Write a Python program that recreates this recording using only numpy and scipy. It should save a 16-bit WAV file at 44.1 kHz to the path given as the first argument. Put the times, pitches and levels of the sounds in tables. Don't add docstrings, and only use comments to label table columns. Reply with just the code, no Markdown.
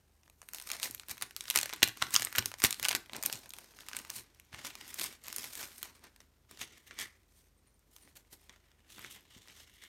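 import sys
import numpy as np
from scipy import signal
from scipy.fft import rfft, irfft
from scipy.io import wavfile
from scipy.ndimage import uniform_filter1d

SR = 44100
rng = np.random.default_rng(int(sys.argv[2]) if len(sys.argv) > 2 else 0)


def master(y):
    cut = np.clip(np.atleast_2d(y).T, -1, 1)
    pcm = np.round(cut * 32767)
    wavfile.write(sys.argv[1], SR, pcm.astype(np.int16))


N = 435690
BOOM_HZ, BOOM_T60_S = 118, 0.15


def from_db(db):
    return 10 ** (np.asarray(db) / 20)


def rms_one(x):
    return x / np.sqrt(np.mean(x ** 2) + 1e-20)


def band(x, low_hz, high_hz):
    sos = signal.butter(2, [low_hz, min(high_hz, 0.45 * SR)], "band", fs=SR, output="sos")
    return signal.sosfilt(sos, x + 1e-18)


def ring(x, hz, t60_s):
    radius = from_db(-60 / (t60_s * SR))
    angle = 2 * np.pi * hz / SR
    feedback = [1, -2 * radius * np.cos(angle), radius ** 2]
    return signal.lfilter([0, np.sin(angle)], feedback, x + 1e-18)


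def drift(rate_hz):
    pole = np.exp(-2 * np.pi * rate_hz / SR)
    noise = rng.standard_normal(N + SR)
    settled = signal.lfilter([1], [1, -2 * pole, pole ** 2], noise)[SR:]
    return rms_one(settled)


def place(times_s, shapes):
    length = shapes.shape[1]
    out = np.zeros(N + length)
    starts = np.round(np.asarray(times_s) * SR).astype(int)
    np.add.at(out, starts[:, None] + np.arange(length), shapes)
    return out[:N]


# frequency in Hz, relative level in dB per Hz.
AIR_SPECTRUM = [(20, -37), (40, -10), (90, -11.5), (130, -14.5), (250, -23), (520, -23.5), (750, -21.5),
                (2400, -38), (9300, -36.5), (14500, -38.5), (16500, -53.5)]
# frequency in Hz, rms level in dB.
HOUSE_HUMS = [(48.4, -74.5), (75.4, -75.5)]
AIR_DB = -72


def air():
    hz, level_db = np.transpose(AIR_SPECTRUM)
    grid_hz = np.maximum(np.fft.rfftfreq(N, 1 / SR), 1)
    shape = from_db(np.interp(np.log(grid_hz), np.log(hz), level_db))
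    noise = irfft(rfft(rng.standard_normal(N)) * shape, N)
    out = from_db(AIR_DB) * rms_one(noise)
    for hum_hz, hum_db in HOUSE_HUMS:
        phase = 2 * np.pi * hum_hz * np.arange(N) / SR + 0.57 * drift(1.4)
        out = out + np.sqrt(2) * from_db(hum_db + 1.6 * drift(2.0)) * np.sin(phase)
    return out


# time in seconds, middle band level in dB,
# low band in dB re middle, high band in dB re middle.
HAND_ACTIVITY = [(0, -83.5, 3, -1), (.47, -84.5, -2, 5.5), (.72, -53.5, -5, -2.5), (.95, -62.5, -6, 0),
                 (1.06, -71.5, -2.5, 1), (1.2, -64, -6, -1), (1.35, -69.5, -4.5, -5), (1.6, -53.5, 0.5, -4),
                 (1.85, -60.5, -4, -14), (1.96, -72, -3, -14), (2.1, -57, -4.5, 1), (2.32, -58.5, -1.5, -2),
                 (2.57, -73, -5, -2), (2.87, -56, -3, 1), (3.08, -70.5, 0, -5), (3.3, -59.5, -2, -12),
                 (3.5, -69, -3.5, -4), (4.04, -62, -1, -4), (4.25, -73.5, 2.5, -9), (4.501, -76, -1, -5),
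                 (4.56, -64, -0.5, -5.5), (5.14, -56, -2, -6.5), (5.205, -77, -2, -2),
                 (5.25, -62, -4, -3.5), (5.6, -55, -6, 4.5), (5.95, -72.5, 1.5, -4.5), (6.46, -85, 2, -4),
                 (6.55, -65.5, -4.5, -7), (6.74, -62, -3, -14), (6.84, -72.5, -1, 0), (6.94, -63.5, 1, -13),
                 (7.25, -80.5, 0, -3.5), (7.9, -85.5, 1, -4.5), (7.999, -78, -2, -0.5), (8.2, -85, 0.5, 0),
                 (8.55, -77.5, 0.5, -5), (8.86, -80.5, 5.5, -6), (8.9, -65.5, -2.5, -5.5),
                 (9.08, -65, -1.5, -4), (9.231, -71, -3.5, -12), (9.46, -66.5, -5.5, -6),
                 (9.55, -73, -4, -9), (9.7, -69, -3.5, -7), (9.88, -73.5, -7.5, -2)]
# time of the top in seconds, ms to rise 8 dB,
# ms to fall 8 dB (both at least 2 ms when played), middle band level in dB, brightness in dB (high up, low down).
CRACKLE_SWELLS = [(0.427, 52, 48, -77, 2), (0.499, 18, 26, -69, 0), (0.557, 15, 38, -54, 1),
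                  (0.671, 11, 30, -54.5, 5), (0.728, 26, 62, -55, -7.5), (0.839, 11.5, 31, -40.5, 2),
                  (1.104, 11.5, 28, -47, 0), (1.227, 8, 11, -44, -3), (1.373, -3, 23, -57, 9),
                  (1.417, 17, 50, -64, 7), (1.509, 35, 28, -54, 9), (1.57, 19, 13, -38, 2.5),
                  (1.696, 19, 10, -63, 5), (1.738, 3, 22, -60, -2), (1.836, -1, 8, -31.5, 2),
                  (1.977, 10, 28, -52, 3), (2.027, 13, 17, -42, -2), (2.153, 23, 32, -42, -0.5),
                  (2.227, 10, 3, -43, -4), (2.261, 12, 16, -53, -5), (2.389, 10.5, 0, -29, -3),
                  (2.466, 12, 26, -51, 5), (2.602, 16, 10, -53.5, 3), (2.65, 12.5, 15, -28.5, 2),
                  (2.72, 12, 20, -58, 9), (2.856, 30, 5, -44, -3), (2.917, 10, 16, -49, -9),
                  (2.958, 1, 8, -39, 0), (3.159, 25, 37, -51, -4.5), (3.261, 30, 13, -46, 7),
                  (3.338, 40, 56, -51, 6), (3.466, 21, 12, -63, -4), (3.546, 8, 22, -57, 3),
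                  (3.594, 24, 47, -59, 0), (3.811, 66, 53, -65.5, 2), (3.892, 8, 18, -57.5, 1),
                  (3.961, 16, 40, -49.5, 1), (4.103, 0, 21, -59, -5), (4.174, 35.5, 28, -47.5, 10),
                  (4.545, 17, 38, -57, -3), (4.59, 37, 44, -56, -2), (4.661, 20, 31, -46.5, 2),
                  (4.813, 22, 30, -62, -2), (4.9, 30, 23, -59.5, 11), (5.042, 65, 39, -43.5, 5.5),
                  (5.29, 40, 39, -52, -2), (5.39, 55, 53, -50.5, 0.5), (5.449, 6, 27, -47.5, 0),
                  (5.623, 58, 46, -49.5, -5.5), (5.789, 43, 34, -65, 9), (5.839, 12, 54, -55, 0),
                  (5.957, 8, 15, -63.5, 1), (6.045, 16.5, 31.5, -61, -5), (6.211, 23.5, 44.5, -76.5, 2.5),
                  (6.52, 16.5, 32, -60.5, 0), (6.617, 17.5, 24, -43.5, 2), (6.876, 7, 25, -60, 5),
                  (6.914, 5, 16, -63, -6), (6.995, 5.5, 25, -43.5, 6), (7.024, 39.5, 29.5, -47.5, 3.5),
                  (7.382, 63, 68, -70, 6.5), (7.677, 61.5, 64.5, -82, -0.5), (7.972, 47.5, 35, -69.5, 9),
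                  (8.03, 41, 40, -69.5, 0), (8.104, 50, 17.5, -68, 1.5), (8.167, 7, 25, -58, 2.5),
                  (8.333, 13.5, 26.5, -59.5, 6), (8.419, 25, 60, -71.5, 3), (8.503, 5.5, 53.5, -70, -6),
                  (8.931, 26, 34, -57.5, 6.5), (9.049, 74, 35, -55.5, -0.5), (9.116, 12, 45, -54.5, 8),
                  (9.17, 24, 20, -61.5, -6.5), (9.357, 38, 40, -60, 0), (9.5, 29, 30, -63.5, -4.5),
                  (9.61, 66, 25, -59, 3), (9.76, 40, 13, -64.5, 3), (9.836, 22, 32, -60, -2)]


def sheet_gains():
    t = np.arange(0, N, 32) / SR
    top_s, rise_ms, fall_ms, level_db, bright_db = np.transpose(CRACKLE_SWELLS)[:, :, None]
    side_ms = np.maximum(np.where(t < top_s, rise_ms, fall_ms), 2)
    away = 1000 * np.abs(t - top_s) / side_ms
    swell_db = level_db - 8 * away ** 1.5
    at_s, *columns = np.transpose(HAND_ACTIVITY)
    busy_db, low_db, high_db = [np.interp(t, at_s, column) for column in columns]
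    gains = []
    for rel_db, lean in ((low_db, -1), (0, 0), (high_db, 1)):
        swell_power = np.sum(from_db(swell_db + lean * bright_db) ** 2, axis=0)
        power = from_db(busy_db) ** 2 + swell_power
        gains.append(np.interp(np.arange(N) / SR, t, from_db(rel_db) * np.sqrt(power)))
    return gains


# lower edge in Hz, upper edge in Hz.
PANEL_BANDS = [(600, 2490), (2500, 7830), (7000, 13400)]


def rustle(gains, per_s, spread_db, clump_db, slide_db, crack_s):
    clump = drift(55.0)
    born = rng.random(N) < per_s * from_db(clump_db * clump) / SR
    sizes = born * from_db(spread_db * np.minimum(rng.exponential(1, N), 4))
    out = 0
    for edges_hz, gain in zip(PANEL_BANDS, gains):
        coloured = sizes * from_db(3.6 * rng.standard_normal(N))
        burst = signal.lfilter([1], [1, -np.exp(-1 / (crack_s * SR))], coloured)
        creases = rms_one(band(burst * rng.standard_normal(N), *edges_hz))
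        slide = rms_one(band(rng.standard_normal(N) * from_db(2.2 * clump), *edges_hz))
        out = out + gain * rms_one(creases + from_db(slide_db) * slide)
    return out


# time in seconds,
# nominal lift in dB of the lowest, of the middle and of the upper one.
CUPPING_LIFTS = [(0, 6, -3, -2), (1, 6, 4, -5), (2, -6, 3, -0.5), (2.9, 0, 3, -0.5), (3.18, 11.5, 0, -4),
                 (3.8, 5.5, -1.5, -2.5), (4.7, 2.5, 3.5, 2), (5.6, 3, 1.5, -2), (6.3, 4.5, 0, -0.5),
                 (6.7, 1.5, 5, 4.5), (7.05, -4.5, 9.5, 2.5), (7.3, 2, 2.5, -0.5), (8.3, 6.5, 2, 1),
                 (9.099, 0.5, 5, 7), (9.6, 3.5, 3, 3), (9.88, -13, 14, 10)]
# centre in Hz, width in Hz.
CUP_RESONANCES = [(750, 600), (2100, 700), (3200, 1400)]


def cupped(x):
    at_s, *lifts_db = np.transpose(CUPPING_LIFTS)
    out = x
    for (hz, width_hz), lift_db in zip(CUP_RESONANCES, lifts_db):
        extra = from_db(np.interp(np.arange(N) / SR, at_s, lift_db)) - 1
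        out = out + extra * band(x, hz - width_hz / 2, hz + width_hz / 2)
    return out


def patchy(x, depth, rate_hz):
    edges_hz = np.geomspace(500, 14000, num=19)
    bands_hz = zip(edges_hz, edges_hz[1:])
    return x + sum(depth * drift(rate_hz) * band(x, low, high) for low, high in bands_hz)


# band frequency in Hz, seconds to die by 60 dB, nominal tail level in dB re direct sound.
ROOM_TAIL = [(288, 0.29, -12), (1260, 0.27, -8), (3540, 0.25, -13), (10300, 0.24, -15)]


def room(x, first_s):
    t = np.arange(SR // 2) / SR
    tail = 0
    for hz, t60_s, tail_db in ROOM_TAIL:
        noise = band(rng.standard_normal(len(t)), hz * 0.6, hz * 1.46)
        noise = noise * from_db(-60 * t / t60_s) * (t > first_s)
        tail = tail + from_db(tail_db) * noise / np.sqrt(np.sum(noise ** 2) * SR / 2 / (0.74 * hz))
    return signal.fftconvolve(x, tail)[:N]


# start in seconds,
# puff level in dB before its lift and decay, puff frequency in Hz, then the levels in dB of the dull flap
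SHEET_FLIPS = [(0.9, -44, 316, -61, -62), (1.103, -53, 94, -62, -67), (1.219, -52, 400, -52, -71),
               (1.568, -41, 312, -59, -60), (1.73, -43, 400, -50, -73), (1.829, -24.5, 328, -36.5, -49),
               (2.023, -39, 128, -50, -51), (2.141, -42, 265, -54, -55), (2.2, -51, 250, -51, -58),
               (2.385, -37.5, 102, -38, -52), (2.455, -51, 109, -58, -54), (2.6398, -22, 404, -48.5, -56),
               (2.642, -29.5, 141.5, -47, -59.5), (2.81, -57, 100, -65, -56), (2.947, -37, 318, -43, -60),
               (3.132, -46, 310, -46, -62), (3.15, -50, 600, -56, -73), (3.25, -47, 240, -46, -69),
               (3.326, -50, 200, -51, -56), (3.98, -58, 250, -56, -66), (4.165, -55, 191, -59, -72),
               (4.536, -47.5, 125, -62, -55), (4.994, -51, 345, -44, -63), (5.371, -55, 383, -47, -69),
               (5.599, -56, 361, -60, -78), (6.512, -55, 353, -62, -69), (6.613, -49, 236, -59, -77),
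               (7.0, -64, 251, -63, -82), (8.05, -65, 250.7, -61, -85), (8.329, -56, 236, -61, -79),
               (8.495, -56, 227, -67.5, -73), (8.98, -52, 380, -59, -67), (9.045, -47.5, 400, -61, -75),
               (9.364, -49, 210, -60, -66)]
FLAP_RISE_S, FLAP_FALL_S = 0.028, 0.022
BOOM_RISE_S, BOOM_FALL_S = 0.011, 0.044
# (dB when that band is at -60 dB, dB per dB)
DULL_FOLLOWS = (-67.5, 0.6)
BOOM_FOLLOWS = (-77.5, 0.62)


def handling(busy):
    start_s, dull_db, boom_db = np.transpose(SHEET_FLIPS)[[0, 3, 4], :, None]
    t = np.arange(SR // 2) / SR
    busy_db = 20 * np.log10(uniform_filter1d(busy, size=1500)) + 60
    lumpy = rng.standard_normal(N) * from_db(2.5 * drift(33.0))
    dull = rms_one(band(lumpy, 190, 430))
    boom = rms_one(ring(rng.standard_normal(N), BOOM_HZ, BOOM_T60_S))
    layers = ((dull, dull_db, DULL_FOLLOWS, FLAP_RISE_S, FLAP_FALL_S),
              (boom, boom_db, BOOM_FOLLOWS, BOOM_RISE_S, BOOM_FALL_S))
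    out = 0
    for noise, flip_db, (base_db, slope), rise_s, fall_s in layers:
        envelope = (1 - np.exp(-t / rise_s)) * np.exp(-t / fall_s)
        swell = place(start_s[:, 0], from_db(flip_db) * envelope)
        out = out + noise * (swell + from_db(base_db + slope * busy_db))
    return out


# start in seconds, middle band peak in dB before the band trim,
# low band in dB re middle, high band in dB re middle (both before the trims).
CREASE_SNAPS = [(0.2333, -47.5, -10, -14), (0.2617, -61, 6, -7), (0.2785, -52, 5.5, -4),
                (0.2987, -50.5, 3, 8), (0.4172, -35, -5, -2), (0.429, -48, 3, -4), (0.4881, -36.5, -1, 7),
                (0.5348, -32, -4, 9.5), (0.5467, -31, -3, 7), (0.5594, -34, -13, -2),
                (0.5847, -29, -13, -3), (0.5997, -31, -7, 3), (0.6145, -38.5, -2, 5),
                (0.623, -38, -17, 8.5), (0.673, -27.5, -9, 0), (0.6905, -29, -12, -5),
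                (0.702, -22, -6.5, -8), (0.7159, -18, -31, -2.5), (0.7331, -26, -13, -8),
                (0.767, -37, -11, -1), (0.799, -32, -1, 3), (0.8303, -14.5, -23, -4), (0.8584, -31, -4, -9),
                (0.8753, -37, 2, -1), (0.9105, -35, -15, 11), (0.9479, -34, -4, 13), (0.979, -38, -19, -5),
                (0.9974, -25.5, -11.5, -14), (1.0342, -45, 2.5, -10), (1.0849, -36, -2, 8),
                (1.0956, -29, -14, 5), (1.112, -33.5, -5, 12.5), (1.1709, -41, -2, 2), (1.1796, -36, -2, 2),
                (1.2126, -31, -4, -2), (1.2231, -18.5, -3, 5), (1.309, -42, 3, 6.5), (1.3645, -22, -18, 0),
                (1.4081, -18.5, -24, -13), (1.4397, -33, -13, -8), (1.4551, -38, 2.5, -4),
                (1.4817, -27.5, -9, -9), (1.4886, -36, -9, 4), (1.5013, -13.5, -21, 1.5),
                (1.5089, -15, -13, -3.5), (1.553, -22, -1, -6.5), (1.559, -6.5, -8, -0.5),
                (1.5709, -26, -13, -3), (1.5743, -8, -16, -4.5), (1.578, -25.5, -1, -3),
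                (1.588, -10, -10, -5), (1.601, -23, -7, -8), (1.613, -19, -19, -4),
                (1.6309, -13.5, -10, -7.5), (1.658, -24.5, -1, 0), (1.694, -28, -8, -6),
                (1.6985, -29.5, 0, -6.5), (1.7284, -30, 6, -12), (1.7353, -20.5, -4, -1.5),
                (1.762, -40, -2, 8), (1.821, -40, 9, -7.5), (1.829, -6.5, -7, -1), (1.8312, -2, -14, -4.5),
                (1.8351, -13, -11, -8), (1.8396, -11, -21, -3.5), (1.876, -23.5, -2, 0.5),
                (1.8854, -22.5, -21, -2), (1.8925, -27, -8, -4.5), (1.9725, -38, 0, 4),
                (2.0193, -26, 4, -4), (2.0237, -16, 7.5, -13), (2.0378, -26, -5, -4), (2.0676, -31, -6, -8),
                (2.1068, -35, -6, 7.5), (2.1205, -34, -4, -1), (2.1398, -14.5, -16, 5),
                (2.144, -12.5, -8, 2.5), (2.1532, -12.5, -9, -7.5), (2.1626, -1.5, -15.5, -13),
                (2.197, -21, -6, 0.5), (2.2083, -28, -15, 3), (2.2216, -16.5, -5.5, -3.5),
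                (2.229, -19.5, -15, -4.5), (2.249, -21, -24, 9), (2.2709, -38, 13, 4),
                (2.327, -29.5, -1, 0), (2.3516, -24.5, 1, -3.5), (2.355, -25, 3.5, -9.5),
                (2.36, -19.5, -11, 1), (2.369, -32, -11, 3), (2.3836, -6, -3.5, -3),
                (2.3918, -15.5, -7, -3.5), (2.425, -30, 1, -5), (2.4584, -13, -12, -0.5),
                (2.5166, -31, -1, -0.5), (2.5401, -26.5, -2.5, -8), (2.5856, -36, -14, -1),
                (2.6015, -34, -1, 8.5), (2.6199, -18, -7, -8.5), (2.6365, -25, -1, -9),
                (2.6392, -10.5, -3.5, 5), (2.648, -10.5, 2, -1.5), (2.656, -15.5, -5, -4),
                (2.7075, -17.5, -11.5, 3.5), (2.7272, -14.5, -18, -7), (2.744, -24, -16, -7.5),
                (2.7975, -21, -10.5, -2), (2.8287, -21.5, -4, 4), (2.8379, -28, 2, -6),
                (2.8465, -15, -24, -10), (2.8514, -10, -12.5, -6.5), (2.8546, -26, 5, -11),
                (2.8607, -25, 3, -2), (2.885, -10.5, -8, -1.5), (2.891, -11.5, -19, -4.5),
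                (2.9075, -25.5, 2.5, -6), (2.912, -16, -4, -13), (2.9169, -21.5, -7, 0),
                (2.9284, -21, 0, -4), (2.9506, -13.5, -4, -2.5), (2.9555, -25, -5, -9),
                (3.06, -39.5, -7, -4), (3.0963, -44, 8, -12), (3.1339, -26.5, -4, -5),
                (3.1484, -41, 10, -8), (3.1653, -28.5, -25, 4.5), (3.2268, -25.5, -7, 5),
                (3.236, -21, -7.5, 2), (3.2531, -25, -13, -2), (3.2587, -20.5, -14, -4),
                (3.2611, -15.5, -13, 6), (3.2985, -30, 1, -6), (3.315, -39, -8, -3),
                (3.3273, -17.5, -18, -1.5), (3.3347, -29, -21, 0), (3.3558, -26, -18, -7),
                (3.459, -38.5, -5, 0), (3.4926, -48.5, -13, 16), (3.5055, -29, -17, -8),
                (3.5365, -28, -9, 1), (3.5859, -36, 0.5, 6), (3.768, -49, -11, 6), (3.7883, -40, 1, -13),
                (3.8069, -35.5, -8.5, -8), (3.865, -43, -4, 3), (3.8859, -36, 6.5, 8),
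                (3.9146, -38.5, 3, -4), (3.9324, -29, -1, -8), (3.9496, -33, 1, -2), (3.9668, -23, -10, 6),
                (3.9892, -32, -14, 7), (3.9997, -41, 3, 2), (4.0495, -35, -2, -6), (4.0976, -36.5, 3, -2),
                (4.1018, -30.5, -9, 9.5), (4.1626, -32, -14, 8), (4.182, -34, -14.5, 1),
                (4.3474, -49, -10, 0), (4.3986, -38.5, -12, -0.5), (4.5296, -42.5, 5, -8.5),
                (4.5457, -30.5, -1.5, -18), (4.5851, -45, 2, -6), (4.5984, -43, -4, -10),
                (4.6486, -29.5, -2, 2), (4.6686, -34, -12, 4), (4.7053, -39.5, 4, -7),
                (4.7538, -32, -0.5, -5), (4.8114, -38, -4, 1), (4.879, -37, -12, 5), (4.9303, -42, 1, -9.5),
                (4.9426, -37, -3, 15.5), (4.9966, -22, -8, 2.5), (5.0119, -23, -12, -4),
                (5.0154, -19.5, -11, -4), (5.034, -17.5, -19, 1), (5.041, -24, -34, 9),
                (5.048, -29.5, -4, -7), (5.069, -44, 5, -9), (5.1266, -40, -2, 1), (5.2386, -43, -11, 8),
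                (5.2678, -34, -13, -2), (5.2823, -32, -4, 5), (5.302, -33, -9, -3),
                (5.3276, -23.5, -11.5, -3), (5.3626, -30.5, -6, 11), (5.3836, -24.5, -11, 4),
                (5.4317, -31, -11, -4), (5.4419, -26.5, -6.5, 1), (5.447, -30, -7, -1),
                (5.5277, -37, -15, -2), (5.5535, -34.5, -5, 10.5), (5.5958, -34, -9, 2),
                (5.614, -35, -3, -3), (5.629, -24.5, -7.5, -10), (5.7813, -41, -15, 8),
                (5.8296, -24, -5, 5), (5.8425, -39, -13, -1), (5.9522, -52, -1, 0), (6.0408, -41.5, -8, -1),
                (6.162, -44, -5, -2), (6.2042, -41, -5.5, -7), (6.512, -41.5, 0, 7),
                (6.5739, -37, -7.5, -11.5), (6.5927, -38, -8, -5), (6.6144, -27, -5, -11),
                (6.78, -47, -5, 0), (6.91, -42, 7, -12), (6.9889, -25.5, -11, -4.5),
                (7.0143, -27.5, -14, 6.5), (7.0256, -27.5, -6, -11), (7.964, -38, -9.5, -2),
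                (8.0335, -53, -11, 2), (8.076, -53.5, 5.5, -6), (8.1553, -46, -11.5, 1),
                (8.329, -45, -9, 3.5), (8.4951, -37, -3, -17.5), (8.561, -50, -4, -9.5),
                (8.7166, -53, 1, -8.5), (8.8043, -56, -2.5, -15.5), (8.9475, -42.5, -9, -8),
                (8.983, -38, 0, -10), (8.993, -37.5, -0.5, 4), (9.0466, -37.5, 6, -16),
                (9.1632, -43, -8, -14), (9.38, -43, -8, -3), (9.484, -39, -12, -13), (9.4992, -42, -6, -11),
                (9.603, -47.5, 4.5, -12), (9.697, -45, -7, -9), (9.838, -44, 2, 8)]
SMALL_COUNT = 700
SMALL_OVER_DB, SMALL_SPREAD_DB = 3.5, 3.5
SMALL_LOW_DB, SMALL_HIGH_DB, SMALL_COLOUR_DB = -5.5, -0.5, 6


def small_creases(busy):
    at = rng.random(SMALL_COUNT) * (N - 1)
    size = rng.exponential(1, SMALL_COUNT)
    low, high = rng.standard_normal((2, SMALL_COUNT))
    rustle_db = 20 * np.log10(busy[at.astype(int)])
    peak_db = rustle_db + SMALL_OVER_DB + SMALL_SPREAD_DB * np.minimum(size, 4)
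    return [at / SR, peak_db, SMALL_LOW_DB + SMALL_COLOUR_DB * low, SMALL_HIGH_DB + SMALL_COLOUR_DB * high]


def snaps(busy, fast_s, slow_s, slow_db, trims_db):
    start_s, peak_db, low_db, high_db = np.hstack([np.transpose(CREASE_SNAPS), small_creases(busy)])
    t = np.arange(600) / SR
    fade = np.exp(-t / fast_s) + from_db(slow_db) * np.exp(-t / slow_s)
    out = 0
    for edges_hz, rel_db, trim_db in zip(PANEL_BANDS, (low_db, 0, high_db), trims_db):
        shapes = band(rng.standard_normal((len(start_s), len(t))) * fade, *edges_hz)
        lag = rng.integers(3, 40, (len(start_s), 1))
        late = np.arange(len(t)) - lag
        answer = np.take_along_axis(shapes, np.maximum(late, 0), axis=1) * (late >= 0)
        shapes = shapes - 0.45 * answer
        shapes /= np.abs(shapes).max(axis=1, keepdims=True)
        out = out + place(start_s, shapes * from_db(peak_db + rel_db + trim_db)[:, None])
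    return out


def flips(cycles, knock_db):
    start_s, level_db, hz = np.transpose(SHEET_FLIPS)[:3, :, None]
    turns = hz * np.arange(2000) / SR
    swing = np.sin(2 * np.pi * turns) * np.exp(-turns / cycles)
    pushes = place(start_s[:, 0], from_db(level_db + 4) * swing)
    return pushes + from_db(knock_db) * ring(pushes, BOOM_HZ, BOOM_T60_S)


# start in seconds, nominal peak in dB, frequency in Hz.
CREASE_TICKS = [(7.577, -66.5, 8830), (7.671, -59, 9400), (7.7386, -65.5, 9350), (8.0217, -51.5, 9200)]


def ticks():
    t = np.arange(1800) / SR
    shapes = []
    for _, level_db, hz in CREASE_TICKS:
        noise = rms_one(band(rng.standard_normal(len(t)), hz * 0.94, hz * 1.024))
        shapes.append(from_db(level_db) * noise * np.exp(-t / 0.017) * 0.47)
    return place(np.array(CREASE_TICKS)[:, 0], np.array(shapes))


def scene():
    gains = sheet_gains()
    sheet = snaps(gains[1], fast_s=0.00013, slow_s=0.0023, slow_db=-15.0, trims_db=(-0.1, -1.1, -0.6))
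    crackle = rustle(gains, per_s=1400, spread_db=1.0, clump_db=5.0, slide_db=2.5, crack_s=0.00063)
    sheet = sheet + patchy(cupped(crackle), depth=0.19, rate_hz=7.6)
    sheet = sheet + flips(cycles=0.8, knock_db=-56.5) + ticks()
    return (sheet + room(sheet, first_s=0.0039) + handling(gains[0]) + air())[None]


def bell(x, hz, width_hz, db):
    c = -2 * np.cos(2 * np.pi * hz / SR)
    g = from_db(db / 2)
    a = np.pi * width_hz / SR
    return signal.lfilter([1 + a * g, c, 1 - a * g], [1 + a / g, c, 1 - a / g], x)


# centre in Hz, width in Hz, depth in dB.
TABLE_DIPS = [(4830, 79, -3.5), (7540, 1200, -3), (10660, 1200, -6), (767, 550, -6.5)]
MIC_LOW_HZ = 45
CUTOFF_HZ = 16950


def record(dry):
    dry = signal.sosfilt(signal.butter(3, MIC_LOW_HZ, "high", fs=SR, output="sos"), dry)
    for hz, width_hz, db in TABLE_DIPS:
        dry = bell(dry, hz, width_hz, db)
    return signal.sosfilt(signal.cheby2(12, 60, CUTOFF_HZ, fs=SR, output="sos"), dry)


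dry = scene()
out = record(dry)
master(out)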